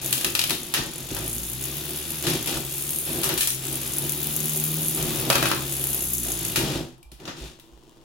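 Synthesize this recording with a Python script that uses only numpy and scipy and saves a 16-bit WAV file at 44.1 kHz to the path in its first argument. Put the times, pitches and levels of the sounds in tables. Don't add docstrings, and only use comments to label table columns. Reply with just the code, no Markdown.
import sys
import numpy as np
from scipy import signal
from scipy.fft import rfft, irfft
from scipy.io import wavfile

SR = 44100
rng = np.random.default_rng(int(sys.argv[2]) if len(sys.argv) > 2 else 0)


def write(x):
    x = np.atleast_2d(x).T
    wavfile.write(sys.argv[1], SR, np.round(np.clip(x, -1, 1) * 32767).astype(np.int16))


N = 354563
T = np.arange(N) / SR

# frequency in Hz, width in Hz, gain in dB.
PANEL_MODES = [(54.2, 7.2, -8), (131.6, 21.5, 2.5), (193, 35, -4.5), (217.4, 30, -5.5), (247, 19.2, 2.5),
               (274, 50, -4.5), (342.5, 28.4, 6), (379.5, 45, 2), (431, 118, -7), (532, 78, -7),
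               (715, 200, -13), (980, 760, -30.5)]


def from_db(db):
    return np.exp(np.asarray(db) * (np.log(10) / 20))


def unit_power(x):
    return x / np.sqrt(np.mean(x ** 2) + 1e-20)


def in_time(rows):
    seconds, *columns = np.transpose(rows)
    return [np.interp(T, seconds, column) for column in columns]


def at_hz(points, hz):
    knots_hz, values = np.transpose(points)
    return np.interp(np.log(hz + 1), np.log(knots_hz), values)


def drift(per_s):
    knots = rng.standard_normal(4096)
    return np.interp(T * per_s, np.arange(len(knots)), knots)


def through(x, response):
    return signal.oaconvolve(np.atleast_2d(x), np.atleast_2d(response), axes=-1)[:, :N]


def response_of(spectrum, size=4096):
    gain = from_db(at_hz(spectrum, np.linspace(0, SR / 2, size // 2 + 1)))
    cepstrum = irfft(np.log(gain))
    cepstrum[1:size // 2] *= 2
    cepstrum[size // 2 + 1:] = 0
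    return irfft(np.exp(rfft(cepstrum)))


def colour(x, spectrum):
    response = response_of(spectrum)
    return through(x, response / np.linalg.norm(response))


def clicks(times, sizes):
    return np.bincount(np.clip(np.asarray(times) * SR, 0, N - 1).astype(int), sizes, N)


def grains(per_s, spread_db):
    touches = rng.random(N) < min(per_s / SR, .3)
    size, sign = rng.standard_normal((N // 3, 2))[:touches.sum()].T
    out = np.zeros(N)
    out[touches] = from_db(spread_db * np.clip(size, -2, 2)) * np.sign(sign)
    return unit_power(out)


def spray(times, sizes, t60, rise_s=0.00029):
    t = T[:SR // 2]
    shape = from_db(-120 * t / t60) * (1 - np.exp(-t / rise_s)) ** 2
    power = through(clicks(times, np.square(sizes)), shape / shape.sum())
    return np.sqrt(np.abs(power)) * rng.standard_normal((2, N))


def resonate(x, hz, width_hz):
    r = np.exp(-np.pi * width_hz / SR)
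    feedback = [1, -2 * r * np.cos(2 * np.pi * hz / SR), r * r]
    return signal.lfilter(np.array([1, 0, -1]) * (1 - r * r) / 2, feedback, x + 1e-18)


def butterworth(x, order, hz, kind):
    return signal.sosfilt(signal.butter(order, hz, kind, fs=SR, output="sos"), x)


def floor_panel(force, modes=PANEL_MODES):
    swing = sum((-1) ** k * from_db(db) * resonate(force, hz, width)
                for k, (hz, width, db) in enumerate(modes))
    return butterworth(swing, 4, 42, "high")


def running_db(jam_s=6.75, fade_db_per_s=190):
    return -fade_db_per_s * np.maximum(T - jam_s, 0)


def weapon_hum(turns, hum_db, sway_db, uneven_db=3.5, wobble_db=1.5):
    angle = 2 * np.pi * turns
    sway = from_db(0.5 + sway_db + wobble_db * drift(30)) * resonate(np.sin(angle), hz=57, width_hz=11)
    drone = from_db(5 + wobble_db * drift(30)) * resonate(np.sin(2 * angle), hz=133.8, width_hz=52)
    overtones = sum(np.sin(k * angle) * from_db(uneven_db * drift(20)) * (3 / k) ** 1.44
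                    for k in range(3, 7))
    return from_db(hum_db + running_db()) * (sway + drone + floor_panel(overtones))


def weapon_ticks(turns, speed, slip_s=.0002, rebound_s=.0032, uneven_db=4.5, mix_db=5.0):
    # time in seconds, relative level of the ticking in dB.
    bearing_play = [(0.0, -31), (0.3, -35), (0.6, -37), (0.9, -40.5), (1.4, -32), (1.9, -37), (2.2, -35),
                    (3.17, -33), (3.5, -36.5), (4.1, -31.5), (4.92, -29.5), (5.1, -34.5), (5.55, -35.5),
                    (5.9, -28.5), (6.5, -29), (6.62, -41.5)]
    # time in seconds, dB above the usual knock.
    grazes = [(3.984, 8.5), (4.095, 10), (4.365, 7), (4.404, 9), (4.457, 9), (4.639, 7), (6.135, 9)]
    # frequency in Hz, width in Hz, relative gain in dB.
    rotor_modes = [(6690, 1030, -4.5), (8080, 400, -9.5), (8800, 610, -8), (10020, 840, 1.5),
                   (11510, 730, 3.5), (13000, 1660, -4.5), (14700, 1400, -4)]
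    tick_db = in_time(bearing_play)[0] + 1.1 * drift(15) + running_db()
    turn_s = T[1:][np.diff(np.floor(turns)) > 0]
    slip, size, delay, rebound = np.clip(rng.standard_normal((4, 1000))[:, :len(turn_s)], -1.7, 1.7)
    graze_s, graze_db = np.transpose(grazes)
    times = np.r_[turn_s + slip_s * slip, turn_s + rebound_s + .0009 * delay, graze_s]
    sizes = from_db(np.r_[uneven_db * size, -4 + 3 * rebound, graze_db])
    splash = from_db(-5) * spray(times, sizes, t60=0.008, rise_s=0.00019)
    off_walls = from_db(4) * spray(times, np.sqrt(sizes), t60=0.061, rise_s=0.0016)
    smear = splash + off_walls
    tilt_db_per_octave = 0.15 * (speed - 64.7)
    ring = 0
    for k, (hz, width, db) in enumerate(rotor_modes):
        mix = from_db(mix_db * np.clip(rng.standard_normal(2000)[:len(times)], -1.7, 1.7))
        gain = from_db(db + tilt_db_per_octave * np.log2(hz / 9900) + drift(9))
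        ring = ring + (-1) ** k * gain * resonate(smear + clicks(times, sizes * mix), hz, width)
    ring = butterworth(ring, 3, 5200, "high")
    return from_db(tick_db + 0.47) * (unit_power(ring) + weapon_whine(smear))


def driving_db(idle_whirr_db=-43.5, idle_drum_db=-47, attack_s=0.029, release_db_per_s=157):
    # start and length in seconds, relative whirr and drumming in dB.
    shoves = [(0.0, 0.23, -39.5, -44.5), (0.21, 0.1, -45, -40.5), (0.47, 0.04, -46, -36),
              (0.732, 0.11, -41, -35.5), (1.075, 0.2, -42, -40), (1.589, 0.95, -42.5, -47.5),
              (2.217, 0.13, -32.5, -33.5), (2.447, 0.11, -34, -34), (2.653, 0.31, -45, -67),
              (3.046, 0.29, -38.5, -36), (3.604, 2, -41, -43), (4.954, 0.52, -38, -33),
              (5.59, 0.41, -42, -42), (6.22, 0.45, -41, -40.5), (6.575, 0.19, -36, -30.5),
              (7.179, 0.07, -55, -43.5), (7.249, 0.015, -44, -34.5), (7.35, 0.12, -45.5, -46.5),
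              (7.627, 0.48, -67.5, -61.5)]
    power = from_db(2 * (np.array([[idle_whirr_db], [idle_drum_db]]) + running_db()))
    for start, length, whirr_db, drum_db in shoves:
        rise = np.clip((T - start) / attack_s, 0, 1)
        fall = from_db(-release_db_per_s * np.clip(T - start - length, 0, 1))
        power = power + (from_db([[whirr_db], [drum_db]]) * rise * fall) ** 2
    return 10 * np.log10(power)


def gears(turns, whirr_db, throb=0.2):
    # frequency in Hz, relative level in dB.
    whirr_spectrum = [(300, -1.5), (700, -7.5), (1150, -2), (1800, -4), (2600, 2.5), (3200, 3.5),
                      (3550, 5.5), (3950, 1.5), (6800, -3), (8400, -6), (11500, -8), (16000, -19)]
    direct = 0.58 * grains(per_s=6000, spread_db=6.0)
    off_walls = from_db(-3) * np.array([grains(12000, 4.4), grains(12000, 2.3)])
    teeth = (direct + off_walls) * (1 + throb * np.cos(2 * np.pi * turns))
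    return colour(teeth * from_db(whirr_db + 2.06), whirr_spectrum)


def wheels(drum_db, bump_db=2.5):
    # frequency in Hz, relative level in dB.
    scuff_spectrum = [(30, -35), (55, 11), (130, -17.5), (350, -11), (600, -6), (1100, -7), (2000, -9.5),
                      (6000, -62.5)]
    hops = grains(per_s=900, spread_db=2.95) * from_db(drum_db + bump_db * drift(25))
    scuffs = np.array([grains(3000, 5.3), grains(3000, 3.25)]) * from_db(drum_db)
    return from_db(22) * floor_panel(hops) + from_db(-8.5) * colour(scuffs, scuff_spectrum)


def blows(clatter_t60=0.24, bite_t60=0.023):
    # start in seconds, relative levels of low body, crack and
    # bright edge in dB, clatter in dB against the bite.
    strikes = [(0.127, -43.5, -26, -19, -5.5), (0.179, -55, -37.5, -29, -9), (0.211, -44, -36, -30, -4),
               (0.246, -36.5, -25.5, -23, -8), (0.351, -36, -25.5, -25, -4), (0.392, -39, -22.5, -22.5, -6),
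               (0.415, -63, -29.5, -32, -20), (0.439, -39, -27.5, -25, -20), (0.496, -57, -29.5, -27, -3),
               (0.506, -37.5, -27, -26.5, -5), (0.739, -32.5, -28.5, -22.5, -3), (0.745, -41, -25, -37, 2),
               (0.764, -34, -29, -40, 17), (1.166, -37.5, -38, -34, -5), (2.268, -36, -27, -25, 5),
               (2.473, -39, -32, -27, 4), (2.571, -43, -52, -36, -3), (3.233, -40, -30, -25, -3),
               (3.241, -34.5, -31, -22, 3.5), (3.292, -33.5, -29.5, -42, 21), (3.377, -55, -29, -22.5, 5),
               (3.408, -58, -26, -19, 3), (3.431, -45, -37, -27.5, -11), (3.473, -52, -32.5, -20, -0.5),
               (3.503, -53.5, -38.5, -26.5, -6), (5.301, -19.5, -21, -19.5, -9.5),
               (5.328, -30.5, -30, -27, -7), (5.355, -23.5, -24.5, -25, -5), (5.381, -41, -35, -33, -3),
               (5.427, -24, -28.5, -25.5, -4), (5.456, -29.5, -27, -27, 3), (5.501, -37, -37, -36, 0),
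               (5.515, -25.5, -27.5, -29, -4), (6.45, -61, -44, -26.5, -11),
               (6.559, -31.5, -23.5, -21.5, 5.5), (6.929, -70, -76, -68, -8), (6.98, -71, -77, -64, -15),
               (7.029, -81, -60, -54, -13), (7.117, -63, -51.5, -49, 2), (7.201, -73, -55, -57, -8),
               (7.254, -54, -42.5, -52, -2), (7.278, -39, -38, -55, 9), (7.598, -75, -53.5, -53, -5)]
    # frequency in Hz, relative level in dB.
    body_spectrum = [(100, -6.5), (300, 2.5), (600, 1), (1250, 5), (1900, 2), (3000, -8.5), (12000, -48)]
    crack_spectrum = [(300, -34), (1200, -8.5), (1900, -1), (3200, 6), (5000, 1), (7000, -3),
                      (10000, -36.5), (16000, -31)]
    edge_spectrum = [(3000, -20), (7000, -6), (10000, 0), (11600, 1), (13000, -5), (16000, -10)]
    # frequency in Hz, relative level in dB, t60 in seconds.
    armour_modes = [(562, -8.5, 0.22), (950, -16, 0.23), (1107, -11, 0.28), (1148, -9, 0.18),
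                    (1228, -12, 0.29), (1330, -1.5, 0.18), (1570, -14, 0.44), (1713, -19, 0.25),
                    (1980, -10, 0.1), (2420, -5, 0.12), (2560, -7, 0.2), (2740, -11, 0.25),
                    (3015, -7, 0.122)]
    times, body_db, crack_db, edge_db, clatter_db = np.transpose(strikes)

    def struck(level_db):
        size = from_db(level_db) / np.sqrt(0.79 + 0.56 * from_db(2 * clatter_db))
        snap = 0.47 * clicks(times, size)
        bite = spray(times, size, bite_t60)
        clatter = spray(times, size * from_db(clatter_db), clatter_t60, rise_s=0.00099)
        return snap + bite + clatter

    body = colour(struck(body_db + 28.5), body_spectrum)
    crack = colour(struck(crack_db + 28.0), crack_spectrum)
    edge = colour(struck(edge_db + 25.5), edge_spectrum)
    ring = 0
    for hz, mode_db, t60 in armour_modes:
        force = clicks(times, from_db(body_db + mode_db + 2.3 * rng.standard_normal(len(times))))
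        ring = ring + t60 * resonate(force, hz, width_hz=np.log(1000) / np.pi / t60)
    return body + crack + edge + from_db(65) * ring


def steel_pings(t60=0.21, offset_hz=23):
    # start in seconds, centre in Hz, level in dB.
    pings = [(0.246, 2690, -31), (0.351, 2500, -34), (0.392, 6470, -41), (0.415, 3130, -33),
             (0.506, 3730, -29), (0.506, 4500, -42), (0.765, 1853, -28), (3.473, 5857, -33),
             (5.355, 3840, -35), (5.355, 4527, -39), (5.515, 4210, -30.5), (7.028, 2356, -59)]
    out, t = np.zeros((2, N)), T[:SR // 2]
    for start_s, hz, db in pings:
        pair = sum(np.sin(2 * np.pi * (mode_hz * t + rng.random((2, 1))))
                   for mode_hz in (hz + offset_hz, hz - offset_hz)) / np.sqrt(2)
        start = int(start_s * SR)
        out[:, start:start + len(t)] += pair * from_db(db - 60 * t / t60)
    return out


def chassis_thuds(push_s=0.0011, sway_s=0.026):
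    # start in seconds, relative level in dB.
    drop_events = [(0.789, -6.5), (1.111, -7.5), (2.272, -2), (3.331, -12), (5.298, -28), (5.426, -8),
                   (6.574, -1.5), (6.629, -1.5), (6.752, -3.5), (7.118, -24.5), (7.28, -28)]
    rock_events = [(7.049, -38), (7.119, -40), (7.406, -29.5), (7.717, -40.5)]
    drops, rocks = [clicks(times, from_db(db))
                    for times, db in map(np.transpose, (drop_events, rock_events))]
    t = T[:SR]
    push = t / push_s * np.exp(-np.pi * t / push_s)
    knock = floor_panel(through(drops, push / push.sum()), PANEL_MODES[1:])
    sway = np.sin(2 * np.pi * PANEL_MODES[0][0] * t) * t / sway_s * np.exp(1 - t / sway_s)
    return from_db(29) * knock + from_db(-5) * through(from_db(-30) * drops + rocks, sway)


def weapon_whine(knocks, roughness_hz=230):
    # start and length in seconds,
    # first and last pitch in Hz, level in dB against the ticking.
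    glides = [(2.543, 0.75, 7670, 9700, -9.5), (2.603, 0.97, 10100, 12600, -10),
              (3.476, 0.39, 6440, 9400, -10.5), (5.55, 0.39, 8520, 7080, -14)]
    rasp = unit_power(butterworth(knocks, 2, roughness_hz, "low"))
    tone = np.zeros(N)
    for start, length, from_hz, to_hz, db in glides:
        now = (T > start) & (T < start + length)
        progress = (T[now] - start) / length
        phase = 2 * np.pi * np.cumsum(from_hz + (to_hz - from_hz) * progress) / SR
        tone[now] += from_db(db) * np.sqrt(2 * np.sin(np.pi * progress)) * np.sin(phase)
    return rasp * tone


def drive_buzz(start_s=7.59, pulse_hz=118, surge_db=9.0, stutter_hz=20.85, slip_s=0.00047):
    # frequency in Hz, relative level in dB.
    rasp_spectrum = [(400, -12), (1050, 8), (1400, -14), (1900, -20), (3000, 6), (4000, -3.5), (6500, -1),
                     (16000, -9)]
    times = np.arange(start_s, T[-1], 1 / pulse_hz)
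    size, slip = rng.standard_normal((len(times), 2)).T
    grip_db = surge_db * np.cos(2 * np.pi * stutter_hz * (times - start_s))
    pulses = clicks(times + slip_s * slip, from_db(grip_db + 2.7 * size))
    brushes = clicks(times, from_db(4.4 * size)) + spray(times, from_db(grip_db / 2), t60=0.028)
    buzz = from_db(-33) * floor_panel(pulses) + from_db(-10.5) * resonate(pulses, hz=332, width_hz=36.4)
    return buzz + from_db(-45) * colour(brushes, rasp_spectrum)


def reflections(t60):
    t = T[:SR // 2]
    echoes = rng.standard_normal((2, len(t))) * from_db(-60 * t / t60) * (1 - np.exp(-t * 2000))
    return echoes / np.linalg.norm(echoes, axis=1, keepdims=True)


def room_reverb(x, bands=8):
    # frequency in Hz, t60 in seconds.
    decay_times = [(100, .47), (300, .39), (1800, .37), (5000, .38), (9000, .32), (14000, .27)]
    edges, tail = np.geomspace(60, 18000, bands + 1), 0
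    for low, high in zip(edges, edges[1:]):
        hz = np.sqrt(low * high)
        mid, side = reflections(at_hz(decay_times, hz))
        apart = np.pi / 4 * hz / (hz + 500)
        echoes = np.cos(apart) * mid + np.sin(apart) * side * [[1], [-1]]
        tail = tail + butterworth(echoes, 2, [low, high], "band")
    return through(x, tail)


def room_tone():
    # frequency in Hz, relative level in dB.
    background_spectrum = [(30, 7.5), (120, -14), (350, -16), (1000, -10), (2000, -36), (3000, -21),
                           (16000, -47.5)]
    return from_db(-57.5) * colour(rng.standard_normal((2, N)), background_spectrum)


def scene():
    # time in seconds, turns per second,
    # relative hum level in dB, extra gain of the table's sway in dB.
    weapon_run = [(0.0, 66, -42, -1), (0.2, 63, -49.5, -8), (0.44, 48, -42.5, -8), (0.62, 63, -56, -2),
                  (0.83, 38, -62, 15), (1.23, 55, -38.5, 2), (1.5, 61, -44, 4.5), (1.73, 71, -42, 4),
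                  (2.15, 78, -46.5, 8), (2.36, 54, -47, 2), (2.6, 65.5, -45.5, 3), (3.05, 77, -46, 7),
                  (3.36, 60, -63, 3), (3.55, 66, -41.5, -4), (3.72, 68, -42, 1), (3.85, 66, -46, 5),
                  (4.0, 70, -39.5, -1), (4.3, 75, -38.5, -1), (4.8, 78, -37, -9), (5.29, 74, -41, -6),
                  (5.44, 63, -44, -8), (5.65, 69.5, -39, 2), (6.0, 65, -44.5, 5.5), (6.2, 60, -40.5, 2.5),
                  (6.4, 55, -40.5, 0), (6.78, 54, -51, 2)]
    speed, hum_db, sway_db = in_time(weapon_run)
    whirr_db, drum_db = driving_db()
    turns = np.cumsum(speed * (1 + .005 * drift(15))) / SR
    motors = weapon_ticks(turns, speed) + gears(turns, whirr_db) + drive_buzz()
    floor = weapon_hum(turns, hum_db, sway_db) + wheels(drum_db) + chassis_thuds()
    hits = blows() + steel_pings()
    reverb = room_reverb(from_db(-8) * motors + from_db(-3) * hits + from_db(-8.5) * floor)
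    return motors + floor + hits + reverb + room_tone()


def record(dry, cutoff_hz=15950):
    # frequency in Hz, left minus right in dB.
    lean = [(50, -3.5), (130, 0), (350, 0.2), (700, 1.5), (1400, 3.5), (3000, 3.5), (5500, 5.5), (6900, 5),
            (7900, 5), (9000, 3), (10200, -3), (11600, 1.5), (13600, 6), (15500, 15)]
    sides = [response_of([(hz, sign * db / 2) for hz, db in lean]) for sign in (1, -1)]
    rounded = np.tanh(through(dry, sides))
    return signal.sosfilt(signal.ellip(12, .1, 80, cutoff_hz, fs=SR, output="sos"), rounded)


dry = scene()
out = record(dry)
write(out)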